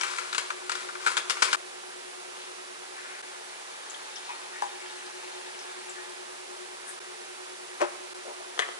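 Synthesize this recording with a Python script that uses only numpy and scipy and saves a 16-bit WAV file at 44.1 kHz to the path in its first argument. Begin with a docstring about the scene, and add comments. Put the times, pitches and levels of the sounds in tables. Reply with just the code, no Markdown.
"""A foil packet crackles close by as a plastic tray is pulled out: its creases snap and ring it.
Then a thin stream of water, full of tiny ringing bubbles, is poured from a jug into a small
coffee maker. The lid shuts with a knock, and the tray clicks against its slot.
Behind it all is a quiet room with a soft hiss and the throbbing hum of two machines.
The level dips briefly four times, between the steps of the scene."""
import sys
import numpy as np
from scipy import signal
from scipy.fft import rfft, irfft, next_fast_len
from scipy.io import wavfile

SR = 44100
rng = np.random.default_rng(int(sys.argv[2]) if len(sys.argv) > 2 else 0)


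def transcribe(u):
    """Save the signal u as a 16-bit wav file named by the first command-line argument.

    u: samples, shape (n,) or (channels, n), limited to [-1, 1]; the rate is SR.
    q: integer samples, one column per channel.
    """
    v = np.clip(np.atleast_2d(u).T, -1, 1)
    q = np.round(v * 32767).astype(np.int16)
    wavfile.write(sys.argv[1], SR, q)


N = 387638
TIME = np.arange(N) / SR
FFT_SIZE = next_fast_len(N + SR)
HZ = np.maximum(np.fft.rfftfreq(FFT_SIZE, 1 / SR), 1)

# the five steps (packet, rubbing, pour, lid, tray): start_s, first_hum_swell_s
STEPS = [(0, .03), (1.562, 1.665), (3.222, 3.29), (6.998, 7.103), (8.139, 8.182)]


def from_db(db):
    """Turn decibels into a number to multiply by."""
    return 10 ** (np.asarray(db) / 20)


def rms_one(x):
    """Scale a sound to an average power of 1."""
    return x / np.sqrt(np.mean(x ** 2) + 1e-20)


def bump(time_s, half_s):
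    """A smooth rise to 1 and fall around one moment."""
    return np.exp(-((TIME - time_s) / half_s) ** 2)


def over_hz(rows):
    """Join a table's rows into curves over pitch, one for each column after the first."""
    hz, *columns = np.transpose(rows)
    return [np.interp(np.log(HZ), np.log(hz), column) for column in columns]


def filtered(x, response):
    """Make each frequency louder, softer or later, as the response says."""
    return irfft(rfft(x, FFT_SIZE) * response, FFT_SIZE)[..., :N]


def coloured(x, spectrum):
    """Shape the tone with rows of pitch_hz, level_db."""
    return filtered(x, from_db(over_hz(spectrum)[0]))


def cut_bass(x, hz, order):
    """Weaken everything below hz; a higher order cuts more steeply."""
    return signal.sosfilt(signal.butter(order, hz, "high", fs=SR, output="sos"), x)


def resonate(x, hz, width_hz):
    """Ring at one pitch; the narrower the width, the longer the ring."""
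    r = np.exp(-np.pi * width_hz / SR)
    feedback = [1, -2 * r * np.cos(2 * np.pi * hz / SR), r * r]
    return signal.lfilter(np.array([1, 0, -1]) * (1 - r * r) / 2, feedback, x + 1e-18)


def body(x, modes):
    """An object rings at several pitches at once, every second one upside down."""
    return sum((-1) ** k * from_db(db) * resonate(x, hz, width)
               for k, (hz, width, db) in enumerate(modes))


def clicks(times, levels_db):
    """One click per contact; at 0 dB it holds the energy of a millisecond at full level."""
    out = np.zeros(N)
    samples = np.clip(np.round(np.asarray(times) * SR).astype(int), 0, N - 1)
    np.add.at(out, samples, from_db(levels_db) * np.sqrt(SR / 1000))
    return out


def grains(per_s, spread_db):
    """Tiny clicks of uneven size at random times."""
    sizes = from_db(spread_db * np.minimum(rng.exponential(1, N), 4)) * rng.choice([-1, 1], N)
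    return sizes * (rng.random(N) < per_s / SR)


def cascade(x, decay_s, per_s):
    """Each click sets off a dying shower of smaller ones with about the same total energy."""
    r = np.exp(-2 / (decay_s * SR))
    energy = signal.lfilter([0, 1 - r], [1, -r], x ** 2 + 1e-18)
    return np.sqrt(energy) * rms_one(grains(per_s, spread_db=-3.0))


def showers(rows, per_s):
    """Short showers of tiny impacts, each swelling and fading around its own pitch."""
    out = np.zeros(N)
    impacts = grains(per_s, spread_db=4.5)
    for time_s, half_s, db, hz, width in rows:
        near = np.abs(TIME - time_s) < 2 * half_s
        ringing = resonate(impacts[near], hz, width * np.sqrt(2))
        shower = rms_one(resonate(ringing, hz, width * np.sqrt(2)))
        out[near] += from_db(db) * shower * np.exp(-2 * ((TIME[near] - time_s) / half_s) ** 2)
    return out


def dying_noise(fade_s):
    """Half a second of noise that falls by 60 dB every fade_s."""
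    tail = rng.standard_normal(SR // 2) * from_db(-60 * TIME[:SR // 2] / fade_s)
    return tail / np.linalg.norm(tail)


def in_front(x, desk_db, room_db, desk_delay_s=0.003, room_delay_s=0.006):
    """A sound and its quick desk echoes arrive from in front; the room's echo comes from all around."""
    # how the two microphones hear it: pitch_hz, left_lead_radians, left_minus_right_db
    directions = [(310, -1.5, 2), (1140, -2.04, 4.5), (2500, -1.7, 9), (4600, -1.6, 12.5),
                  (7300, -1.35, 17), (11200, -1.65, 15)]
    lead, left_db = over_hz(directions)
    sides = np.array([from_db(left_db / 2), from_db(-left_db / 2) * np.exp(-1j * lead)])
    desk = rfft(dying_noise(fade_s=0.17), FFT_SIZE) * np.exp(-2j * np.pi * HZ * desk_delay_s)
    near = x + from_db(desk_db) * filtered(x, desk)
    tails = np.array([dying_noise(fade_s=0.75) for _ in range(2)])
    room = rfft(tails, FFT_SIZE) * np.exp(-2j * np.pi * HZ * room_delay_s)
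    return filtered(near, sides) + from_db(room_db) * filtered(x, room)


def knocks(hits, modes, ring_db, tick_db):
    """Each hit, with its own strength and brightness, ticks and rings a body, with the deep bass taken out."""
    force = np.zeros(N)
    for time_s, db, brightness_hz in hits:
        cut_treble = signal.butter(1, brightness_hz, fs=SR, output="sos")
        force += signal.sosfilt(cut_treble, clicks([time_s], [db]) + 1e-18)
    force = cut_bass(force, hz=310, order=4)
    tick = cut_bass(force, hz=500, order=2)
    tick_tail = filtered(tick, rfft(dying_noise(fade_s=0.061), FFT_SIZE))
    return from_db(ring_db) * body(force, modes) + from_db(tick_db) * (tick + tick_tail)


def room_air(level_db=-42.0):
    """The room's air hisses evenly, partly alike on the left and the right."""
    # tone of the hiss: pitch_hz, level_db
    hiss_tone = [(20, 3), (60, -26.5), (110, -27), (170, -21.5), (250, -16.5), (400, -6), (550, -4.5),
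                 (750, -1), (1600, -4.5), (3200, -9), (11000, -14.5), (12000, -117)]
    # how the two microphones hear it: pitch_hz, left_lead_radians, left_minus_right_db, likeness (0-1)
    directions = [(100, -1.5, -0.5, 0.8), (350, -0.5, 3, 0.46), (600, -2.5, 1, 0.78), (1120, -2, 0.5, 1),
                  (3000, -2, -2.8, 0.23), (4520, -9.5, -4, 0.032), (9200, -20.5, -3, 0.074)]
    lead, left_db, alike = over_hz(directions)
    shared, own = rng.standard_normal((2, N))
    left = filtered(shared, from_db(left_db / 2))
    right = filtered(shared, from_db(-left_db / 2) * alike * np.exp(-1j * lead))
    right += filtered(own, from_db(-left_db / 2) * np.sqrt(1 - alike ** 2))
    return from_db(level_db) * rms_one(coloured(np.array([left, right]), hiss_tone))


def machine_hum(pitch_hz=360, beat_hz=9.6, upper_db=2.0, left_db=1.0, lead_radians=1.92, waver_db=2.0):
    """Two machines hum at nearly the same pitch, so their tones add up and cancel in turn."""
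    # strength of the hum in each step: level_db
    step_levels = [-50, -53, -50, -51, -52.5]
    # the hum fades and returns: time_s, half_length_s, depth_db
    fades = [(.15, 0.43, 5.5), (3.85, 0.59, 10.5), (6.848, 0.16, 6)]
    starts, first_swells = np.transpose(STEPS)
    step = np.searchsorted(starts, TIME, side="right") - 1
    beating = 1 + from_db(upper_db) * np.exp(2j * np.pi * beat_hz * (TIME - first_swells[step]))
    pair = np.exp(2j * np.pi * pitch_hz * TIME) * beating
    left = pair * from_db(left_db / 2)
    right = pair * from_db(-left_db / 2) * np.exp(-1j * lead_radians)
    waver_times = np.linspace(0, TIME[-1], 45)
    waver_levels = waver_db * rng.standard_normal((2, len(waver_times)))
    waver = from_db([np.interp(TIME, waver_times, side) for side in waver_levels])
    fade_db = sum(depth_db * bump(time_s, half_s) for time_s, half_s, depth_db in fades)
    return from_db(np.take(step_levels, step) - fade_db) * waver * np.real([left, right])


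def rubbing():
    """Sleeve, hand, lid and tray rub: each stroke is a shower of tiny impacts."""
    # strokes: time_s, half_length_s, level_db, pitch_hz, width_hz
    strokes = [(2.42, 0.098, -51, 2750, 1800), (2.99, 0.019, -47, 1590, 500), (3.11, 0.24, -47, 1560, 910),
               (7.828, 0.03, -26, 735, 600), (8.288, 0.037, -37, 577, 201), (8.412, 0.013, -40, 620, 250),
               (8.625, 0.029, -33, 1880, 403)]
    return showers(strokes, per_s=6300)


def tray_clicks():
    """The plastic tray bumps against its slot and rings briefly."""
    # tray touching the slot: time_s, level_db, brightness_hz
    hits = [(8.577, -20, 600), (8.592, -11, 4530), (8.594, -17.5, 3500), (8.599, -16.5, 3000),
            (8.622, -24, 3000), (8.688, -17, 500)]
    # ringing of the tray: pitch_hz, width_hz, level_db
    plastic = [(450, 140, -5), (721, 110, 1), (1240, 130, 4), (1770, 170, 4), (2050, 350, -2),
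               (2600, 500, -8), (3250, 300, 0)]
    return in_front(knocks(hits, plastic, ring_db=10.5, tick_db=-10), desk_db=-8, room_db=-7)


def lid_knock():
    """The lid lands in a few quick hits that ring the coffee maker's shell."""
    # lid meeting its rim: time_s, level_db, brightness_hz
    hits = [(7.805, -32, 2500), (7.809, -23, 2500), (7.816, -14, 2000), (7.8245, -14, 500),
            (7.833, -24, 500)]
    # ringing of the shell: pitch_hz, width_hz, level_db
    shell = [(355, 40, 10), (410, 40, 2), (480, 70, -1), (607, 40, 14), (648, 36, 11), (1040, 70, 5),
             (1170, 60, 1), (1540, 110, 2), (2400, 250, -8)]
    return in_front(knocks(hits, shell, ring_db=14.5, tick_db=-5), desk_db=-13, room_db=-13)


def air_gulp():
    """A gulp of air in the water rings a hollow space."""
    # pushes of the gulp: time_s, level_db, brightness_hz
    pushes = [(4.622, -20, 1800), (4.629, -35, 1200), (4.642, -32, 1200)]
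    # ringing of the hollow: pitch_hz, width_hz, level_db
    hollow = [(620, 56, -2), (814, 26, 14.5), (980, 100, 6.5), (1710, 180, -2.5)]
    return in_front(knocks(pushes, hollow, ring_db=18.0, tick_db=-1.5), desk_db=-4, room_db=-11.5)


def drips(cycles=6, impact_db=-5):
    """Each drop scatters droplets and traps a tiny bubble that plinks for a few cycles."""
    # the loudest drops: time_s, relative_level_db, pitch_hz
    drops = [(3.899, -27, 6860), (3.945, -27, 3300), (4.158, -27.5, 5300), (4.167, -26, 3270),
             (5.591, -28, 5450), (5.894, -29.5, 7500)]
    out = np.zeros(N)
    for time_s, db, hz in drops:
        impact = clicks([time_s], [db])
        splash = from_db(impact_db) * impact + cascade(impact, decay_s=0.015, per_s=2000)
        plink = resonate(resonate(splash, hz, hz / cycles), hz, hz / 4)  # twice, for a soft start
        out += plink * np.sqrt(SR * cycles / (np.pi * hz))
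    return out / 2


def water_stream(full_s=3.93, ease_s=5.93, rise_db_per_s=14, fall_db_per_s=25, cycles=14):
    """Water from the jug traps small bubbles that ring for a few cycles, and stirs the tank's air."""
    # tone of the falling water: pitch_hz, level_db
    water_tone = [(300, -17), (700, -13), (1100, 3), (1800, 1.5), (3000, 1.5), (6000, -9), (11000, -17)]
    # the loudest spurts and gurgles: time_s, relative_level_db, pitch_hz
    splashes = [(4.30, -38, 970), (4.31, -43, 2330), (4.56, -39, 1880), (4.82, -44, 2240),
                (5.98, -44, 1780), (6.882, -44.5, 1600), (6.888, -43.5, 9250)]
    # ringing of the air in the tank: pitch_hz, width_hz, level_db
    tank_air = [(861, 24, 0), (1730, 200, -11)]
    pitches = np.geomspace(650, 9500, 18)
    births = grains(per_s=700, spread_db=2.5)
    pitch_choice = rng.integers(0, len(pitches), N)
    bubbles = sum(np.sqrt(hz) * rms_one(resonate(births * (pitch_choice == k), hz, hz / cycles))
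                  for k, hz in enumerate(pitches))
    pouring = from_db(-49.5) * (TIME > STEPS[2][0]) * (TIME < STEPS[3][0])
    # the jug tips until the stream is full, holds, and is eased back
    flow_db = -rise_db_per_s * np.maximum(full_s - TIME, 0)
    flow_db -= fall_db_per_s * np.maximum(TIME - ease_s, 0)
    stream = pouring * from_db(flow_db) * rms_one(coloured(bubbles, water_tone))
    half_s, width_share = 0.033, 0.19
    spurts = showers([(s, half_s, db, hz, width_share * hz) for s, db, hz in splashes], per_s=4500)
    spray = in_front(stream + spurts, desk_db=1, room_db=-4.5)
    tank_ring = rms_one(body(rng.standard_normal((2, N)), tank_air))
    tank = pouring * from_db(0.55 * flow_db) * tank_ring  # swells less than the stream
    return from_db([[-5.5], [-2.5]]) * spray + from_db(-3) * tank  # spray level: left, right


def crease_flips(gap_s=0.008, loss_db=3):
    """A crease buckles once or in a quick, weakening run; gives rows of time_s, level_db, treble_db."""
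    # snaps of the creases: start_s, level_db, treble_db, flip_count
    snaps = [(0.012, -20, 3.5, 1), (0.034, -13, -4, 1), (0.185, -18, -3, 1), (0.329, -18.5, -1, 1),
             (0.348, -16.5, -0.5, 1), (0.381, -14, 2, 1), (0.504, -13.5, -10, 1), (0.695, -13.5, -4, 1),
             (0.718, -20, 2, 1), (0.753, -22, 0, 1), (0.889, -21, -14, 1), (0.953, -21.5, -14, 1),
             (1.064, -7, -6, 3), (1.118, -16.5, -5.5, 1), (1.169, -12, 0, 2), (1.298, -14.5, 3.5, 2),
             (1.37, -20.5, -21, 1), (1.422, -19, 11.5, 1), (1.426, -8, 1, 1), (1.446, -18, 1.5, 2),
             (1.530, -9, -0.5, 1), (1.546, -10, -16, 1)]
    return [(start_s + k * gap_s, db - k * loss_db, treble_db)
            for start_s, db, treble_db, count in snaps for k in range(count)]


def foil_patches(flips, spread_db=1.25, ring_db=7, middle_hz=3200, cycles=13):
    """Each flipped patch of foil rings: the brighter the snap, the smaller and higher the patch."""
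    out = np.zeros(N)
    for (time_s, level_db, treble_db), chance in zip(flips, rng.standard_normal(len(flips))):
        hz = np.clip(middle_hz * from_db(treble_db + spread_db * chance), 1150, 6000)
        out += from_db(ring_db) * resonate(clicks([time_s], [level_db]), hz, hz / cycles)
    return out


def foil_packet(hold_db=-43.5):
    """Creases snap and trip their neighbours; the sheet cracks brightly and the hollow packet rings."""
    # tone of the foil's crack: pitch_hz, level_db
    foil_tone = [(60, -25), (200, -22.5), (450, -2), (750, -10), (1100, 5.5), (2700, -1.5), (3350, -3),
                 (4300, -3.5), (6000, -8), (7800, -8.5), (9000, -12.5), (11000, -15.5)]
    # ringing of the packet with the tray inside: pitch_hz, width_hz, level_db
    packet = [(974, 128, -4.5), (1239, 59, 1.5), (1378, 70, 3), (1568, 83, 1.5), (1670, 89, -4.5),
              (1810, 280, -11), (2316, 127, -6)]
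    # fingers squeeze the packet and it crinkles: time_s, half_length_s, level_db
    squeezes = [(0.066, 0.21, -32), (0.404, 0.054, -43), (0.787, 0.077, -39), (1.09, 0.059, -31),
                (1.53, 0.14, -31.5)]
    flips = crease_flips()
    times, level_db, treble_db = np.transpose(flips)
    crack = clicks(times, level_db + treble_db)
    crack = from_db(-6) * crack + from_db(4) * cascade(crack, decay_s=0.01, per_s=6600)
    push = clicks(times, level_db)
    push += from_db(-6) * cascade(push, decay_s=0.0096, per_s=5400)
    grip = from_db(hold_db) + sum(from_db(db) * bump(s, half_s) for s, half_s, db in squeezes)
    crinkle = grip * rms_one(grains(per_s=2700, spread_db=-3.0))
    dull_ticks = from_db(-7.5) * grip * rms_one(grains(per_s=60, spread_db=1.0))
    sheet = from_db(-2) * coloured(crack + crinkle, foil_tone) + foil_patches(flips)
    hollow = from_db(11) * body(push + from_db(-9.5) * crinkle + dull_ticks, packet)
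    crackle = in_front(sheet, desk_db=-7.5, room_db=-6.5) + in_front(hollow, desk_db=-14, room_db=-16)
    return crackle * (TIME < STEPS[1][0])


def scene():
    """Packet, pour, lid and tray over the room's hum and hiss, with a brief dip between steps."""
    knocking = lid_knock() + tray_clicks() + air_gulp()
    small_sounds = in_front(rubbing() + drips(), desk_db=-8, room_db=-10.5)
    mix = foil_packet() + water_stream() + knocking + small_sounds + machine_hum() + room_air()
    dips = np.prod([1 - 0.85 * bump(start_s, half_s=0.0047) for start_s, _ in STEPS[1:]], axis=0)
    return mix * dips


def record(dry, top_hz=11080):
    """The highest peaks are rounded, the small microphone loses the bass, and the top is cut steeply."""
    rounded = 0.9 * np.tanh(dry / 0.9)
    thin = cut_bass(rounded, hz=110, order=2)
    return signal.sosfilt(signal.ellip(12, 0.1, 70, top_hz, fs=SR, output="sos"), thin)


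dry = scene()
out = record(dry)
transcribe(out)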